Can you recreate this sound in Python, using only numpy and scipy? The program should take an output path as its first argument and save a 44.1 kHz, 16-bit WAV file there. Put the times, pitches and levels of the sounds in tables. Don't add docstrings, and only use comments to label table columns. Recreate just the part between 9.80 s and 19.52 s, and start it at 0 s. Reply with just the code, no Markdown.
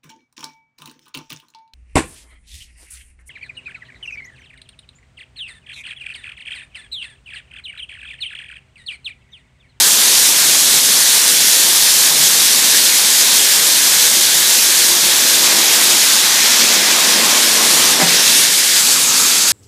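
import sys
import numpy as np
from scipy import signal
from scipy.fft import rfft, irfft, next_fast_len
from scipy.io import wavfile
from scipy.ndimage import uniform_filter1d, map_coordinates

SR = 44100
rng = np.random.default_rng(int(sys.argv[2]) if len(sys.argv) > 2 else 0)


def convert_level_to_amplitude(level_db):
    exponent = np.asarray(level_db, float) / 20
    return 10 ** exponent


def transcribe(u):
    v = np.clip(np.atleast_2d(u).T, -1, 1)
    q = np.round(v * 32767).astype(np.int16)
    wavfile.write(sys.argv[1], SR, q)


N = 428652


def unit(x):
    return x / np.sqrt(np.mean(x ** 2) + 1e-20)


def curves(rows):
    s, *cols = np.transpose(rows)
    return [np.interp(np.arange(N) / SR, s, c) for c in cols]


def swells(rows):
    t = np.arange(N) / SR
    return sum(db * np.exp(-.5 * ((t - s) / abs(length_s)) ** 2) for s, db, length_s in rows)


def wobble(rate_hz):
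    knots = rng.standard_normal(int(N * rate_hz / SR) + 4)
    return map_coordinates(knots, [np.arange(N) * rate_hz / SR])


def filtered(x, response):
    m = next_fast_len(N + 8192)
    return irfft(rfft(x, m) * response(np.fft.rfftfreq(m, 1 / SR)), m)[:N]


def coloured(x, points):
    f, db = np.transpose(points)
    return unit(filtered(x, lambda hz: convert_level_to_amplitude(np.interp(np.log(hz + 1), np.log(f), db))))


def smoothed(x, rows, columns):
    return uniform_filter1d(uniform_filter1d(x, size=rows, axis=0), size=columns, axis=1)


def collisions(share, spread_db, patchy_db):
    draw = rng.random((2, N))
    sizes = rng.standard_normal(N) * convert_level_to_amplitude(-spread_db * np.log(draw[1] + 1e-9))
    z = signal.stft((draw[0] < share) * sizes, nperseg=512)[2]
    field = smoothed(rng.standard_normal(z.shape), 7, 10)
    return signal.istft(z * convert_level_to_amplitude(patchy_db * unit(field)), nperseg=512)[1][:N]


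# frequency in Hz, density in dB per Hz.
KERNEL_SPECTRUM = [(1530, -42), (2600, -11.5), (2990, -6.5), (3550, 0), (6280, 0), (6870, -0.5),
                   (8970, -3.5), (11400, -6), (14200, -14.5), (15300, -18.5)]
# frequency in Hz, density in dB per Hz.
HOPPER_SPECTRUM = [(1100, -51), (1400, -5), (1650, 0), (2400, 0), (2900, -2), (3400, -1), (4500, -62)]
# time in s, level in dB.
FLOW_DB = [(0, -14), (.5, -14), (1.65, -14.5), (2.0, -14.2), (2.65, -14), (3.3, -14.6), (4.1, -14),
           (4.55, -15), (4.95, -14), (5.65, -14.5), (6.05, -13.5), (6.5, -14.5), (6.85, -13), (7.15, -14.5),
           (8.0, -14.5), (8.5, -13), (8.8, -15), (9.72, -17)]
# time in s, change in dB, length in s.
SPURTS_DB = [(.16, -0.5, .03), (.53, -1, .04), (.68, -0.2, .02), (.83, -1, 0.027), (1.0, -1, 0.018),
             (1.55, 0, .04), (2.35, -2, 0.036), (3.28, -0.5, .04), (3.83, 0, .03), (4.0, -2, .02),
             (4.22, 1, .03), (4.5, -0.5, 0.033), (5.17, -1.4, 0.044), (5.3, -0.8, 0.033), (6.45, -0.5, .03),
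             (7.0, -0.5, .03), (7.42, -1, 0.028), (7.95, 0.5, .03), (8.17, -2.5, 0.024),
             (8.26, -2.5, 0.028), (8.42, -0.5, 0.025), (8.54, 0, .03), (8.7, -2, 0.023), (8.85, 0, .03),
             (8.97, 2.5, 0.023), (9.02, -1, .03), (9.27, -2, 0.046), (9.63, -1.5, .03)]
# time in s, turn from the stream 0-1, distance from it in m, auger rise in dB.
MIC_PATH = [(0, 0.05, 1.02, 0.9), (1.7, 0.08, 1, -0.5), (2.6, 0.17, 1, .5), (3.15, 0.26, 1, 0.5),
            (4.2, .2, .8, 0), (5.2, .3, 0.98, .5), (5.8, .45, 1.5, 5), (6.2, 0.45, 2.1, 3),
            (6.95, 1, 3, 5.5), (7.5, 0.63, 3.2, 6), (8.0, 0.2, 2.6, 5.5), (8.3, 0.8, 3.6, 5),
            (8.55, 0.44, 3, 2), (8.8, 0.3, 3, -1), (9.1, 0.2, 2, 1), (9.72, 0, 2.1, -0.5)]


def corn():
    shade_db, air_db, air_db_per_m = 7.5, 5, 1.5
    rattle_rest_db, rattle_auger_share = -22.5, 0.44
    wagon_s, flutter_db = 8.2, 1.2
    flow_db, = curves(FLOW_DB)
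    turned, metres, auger_db = curves(MIC_PATH)
    spurt_db = swells(SPURTS_DB)
    surge = .5 * wobble(14) + 1.1 * wobble(35) + 0.55 * wobble(9)

    hiss = coloured(collisions(share=.6, spread_db=0.5, patchy_db=0.8), KERNEL_SPECTRUM)
    treble = filtered(hiss, lambda hz: 1 / (1 + (7800 / (hz + 1)) ** 8))
    air = filtered(hiss, lambda hz: 1 / (1 + (12800 / (hz + 1)) ** 16))
    beside = np.clip((np.arange(N) / SR - wagon_s) / .2, 0, 1)
    shade = convert_level_to_amplitude(3.0 - shade_db * turned + (0.14 + flutter_db * beside) * wobble(16))
    veil = convert_level_to_amplitude(air_db - air_db_per_m * (metres - 1.5))
    hiss = hiss + (shade - 1) * treble + (veil - shade) * air

    rattle = coloured(collisions(share=.4, spread_db=0.15, patchy_db=1.1), HOPPER_SPECTRUM)
    rattle_db = rattle_rest_db + rattle_auger_share * auger_db + 1.15 * turned
    rattle_db = rattle_db + spurt_db + 0.25 * wobble(9)
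    hiss_db = flow_db + spurt_db + 3.0 + 0.39 * surge
    return convert_level_to_amplitude(hiss_db) * hiss + convert_level_to_amplitude(rattle_db + 0.19 * surge) * rattle


def orders(hz, table, drift):
    turn = 2 * np.pi * np.cumsum(hz * (1 + drift * wobble(4))) / SR
    out = np.zeros(N)
    for multiple, db in table:
        out += convert_level_to_amplitude(db + 3 * wobble(2.2)) * np.sin(int(multiple) * turn + 6 * rng.random())
    return out


# frequency in Hz, density in dB per Hz.
RUMBLE_SPECTRUM = [(90, -40), (150, -22), (190, 1), (250, 1.5), (500, 2), (700, -0.5), (1100, -37)]
# frequency in Hz, density in dB per Hz.
CASING_SPECTRUM = [(400, -28), (620, -6.5), (850, 1.5), (1100, 0.5), (1300, -0.5), (1700, -14.5),
                   (2500, -25)]
# frequency in Hz, density in dB per Hz.
THROB_SPECTRUM = [(25, -34), (78, -30), (100, -12), (125, -17), (148, 7), (175, 0.5), (230, -22)]
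# multiple of the engine rate, level in dB over the throb.
ENGINE_ORDERS = [(2, -15.5), (3, -6), (4, -5), (6, -4.5), (8, -9)]
# multiple of the gear rate, level in dB over the rumble.
GEAR_ORDERS = [(2, -31), (3, -26), (8, -17), (9, -18), (10, -14), (11, -14), (12, -19)]
# time in s, change in dB, length in s.
RUMBLE_DIP = (6.5, -4.5, 0.18)
# time in s, rise in dB, length in s.
SLUGS = [
    (.38, 7, .05),
    (.93, 8, .05),
    (2.42, 8, .06),
    (4.2, 7, .04),
    (7.95, 3, 0.099),
    (8.3, 6, 0.24),
]


def drive():
    rumble_rest_db, casing_rest_db, throb_rest_db = -34, -31, -44.5
    engine_hz, gear_hz = 43.6, 48.83
    auger_db = curves(MIC_PATH)[2]
    rumble_db = rumble_rest_db + 1.07 * auger_db + swells([RUMBLE_DIP]) + 0.6 * wobble(10)
    casing_db = casing_rest_db + .95 * auger_db + 0.51 * wobble(9)
    throb_db = throb_rest_db + swells(SLUGS) + 0.78 * wobble(8.3)
    engine_db = uniform_filter1d(throb_db, size=SR // 2) - 3.0

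    rumble = coloured(collisions(share=.3, spread_db=0.8, patchy_db=0.7), RUMBLE_SPECTRUM)
    casing = coloured(collisions(share=.3, spread_db=0.6, patchy_db=1.27), CASING_SPECTRUM)
    throb = coloured(rng.standard_normal(N), THROB_SPECTRUM)
    gears = orders(gear_hz, GEAR_ORDERS, drift=.007)
    engine = orders(engine_hz, ENGINE_ORDERS, drift=.006)
    tube = convert_level_to_amplitude(rumble_db) * (rumble + gears) + convert_level_to_amplitude(casing_db) * casing
    return tube + convert_level_to_amplitude(throb_db) * throb + convert_level_to_amplitude(engine_db) * engine


# frequency in Hz, width in Hz, start in s, end in s, level in dB.
HUMS = [(236, 13, 6.45, 8.2, -38.5), (350, 9, 4.2, 6.5, -40), (350, 9, 6.6, 8.4, -41),
        (485, 18, 3.7, 6.5, -46), (1078, 30, 6.8, 8.2, -36.5), (598, 14, 7.2, 8.6, -42),
        (265, 14, 8.7, 10.2, -44), (2800, 500, 8.05, 8.8, -24), (1280, 180, 9.0, 11, -35),
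        (4600, 500, 8.8, 10.2, -25), (7600, 900, 8.6, 9.9, -23.5), (6500, 700, 8.9, 10.2, -24)]


def hums():
    flicker_base_db, flicker_db_per_khz, fade_s = 2, .2, 0.39
    t, out, m = np.arange(N) / SR, np.zeros(N), next_fast_len(N)
    roar, f = rfft(rng.standard_normal(m)), np.fft.rfftfreq(m, 1 / SR)
    for hz, width_hz, start_s, end_s, db in HUMS:
        band = unit(irfft(roar / (1 + (2 * (f - hz) / width_hz) ** 2), m)[:N])
        flicker_db = (flicker_base_db + flicker_db_per_khz * hz / 1000) * wobble(18)
        facing = np.clip(np.minimum(t - start_s, end_s - t) / fade_s, 0, 1)
        out += convert_level_to_amplitude(db + flicker_db) * band * facing
    return out


# time in s, peak in dB, brightness in dB, boom in dB.
CONTACTS = [
    (8.198, -11, 7, -30),
    (8.211, -12, 6, -30),
    (8.219, -9, 2, -30),
    (8.228, -12, 1, 0),
    (8.26, -15, -10, -30),
]
# frequency in Hz, level in dB, t60 in s.
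PANEL_MODES = [(270, -1, .07), (320, -3, .06), (610, -4, .1), (770, -5, .09), (960, -8, .08),
               (1500, -9, .05), (2035, -7, .07)]
# frequency in Hz, level in dB, t60 in s.
BOOM_MODES = [(180, 3, .09), (172, -8, .8)]


def bump():
    crack_db, crack_t60_s, crack_hz, crack_width_hz, onset_s = 4.5, .06, 1750, 550, .0015
    knocks, cracks, t = np.zeros(N + SR), np.zeros(N + SR), np.arange(SR // 2) / SR

    def ring(hz, db, t60_s):
        return convert_level_to_amplitude(db - 60 * t / t60_s) * np.sin(2 * np.pi * hz * t)

    for s, db, bright_db, boom_db in CONTACTS:
        modes = np.zeros(len(t))
        for hz, level_db, t60_s in PANEL_MODES:
            tilt_db = bright_db * np.log10(hz / 300) + rng.normal(0, 1.5)
            modes += ring(hz, level_db + tilt_db, t60_s)
        for hz, level_db, t60_s in BOOM_MODES:
            modes += ring(hz, level_db + boom_db, t60_s)
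        span = slice(round(s * SR), round(s * SR) + len(t))
        knocks[span] += convert_level_to_amplitude(db - 3.5) * modes * (1 - np.exp(-t / onset_s))
        fall_db = db + bright_db + crack_db - 60 * t / crack_t60_s
        cracks[span] += convert_level_to_amplitude(fall_db) * rng.standard_normal(len(t))
    cracks = filtered(cracks[:N], lambda hz: 1 / (1 + ((hz - crack_hz) / crack_width_hz) ** 4))
    return cracks + filtered(knocks[:N], lambda hz: 1 / np.sqrt(1 + (145 / (hz + 1)) ** 8))


# time in s, reflected share 0-1.
WAGON_ECHO = [(0, 0), (8.45, 0.06), (8.7, 0.01), (9.0, 0.04), (9.25, 0.3), (9.72, 0.16)]


def scene():
    extra_path_s = 0.00077
    direct = corn() + drive() + hums()
    share, = curves(WAGON_ECHO)
    echo = filtered(direct, lambda hz: np.exp(-2j * np.pi * hz * extra_path_s) / (1 + (hz / 3000) ** 4))
    return ((direct + share * echo) / np.sqrt(1 + .5 * share ** 2) + bump())[None]


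# time in s, dropping threshold in dB against the local mean.
DROP_BELOW_DB = [(0, -2.4), (1.8, -2.5), (2.6, -3.6), (5.8, -3.6), (7, -2), (8.3, -1.8), (9, -2.6),
                 (9.72, -3.2)]


def starved(x):
    hz, t, z = signal.stft(x, SR, nperseg=2048)
    hz, power = hz[:, None], np.abs(z) ** 2
    edge_db = np.interp(t, *np.transpose(DROP_BELOW_DB)) - .9 * np.clip(13.8 - hz / 1000, 0, None)
    keep = (smoothed(power, 5, 3) > convert_level_to_amplitude(edge_db) ** 2 * smoothed(power, 31, 25)) | (hz < 7000)
    return signal.istft(z * keep, SR, nperseg=2048)[1][:N]


def low_pass(x):
    return signal.sosfilt(signal.butter(12, 15890, fs=SR, output="sos"), x)


def record(dry):
    ceiling, knee, bass_cut_hz, top_hz = 1.15, 3.5, 75, 15380
    x = dry[0] / (1 + np.abs(dry[0] / ceiling) ** knee) ** (1 / knee)
    x = filtered(x, lambda hz: (hz < top_hz) / np.sqrt(1 + (bass_cut_hz / (hz + 1)) ** 4))
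    mix = starved(x)[None]
    return low_pass(mix)


dry = scene()
out = record(dry)
transcribe(out)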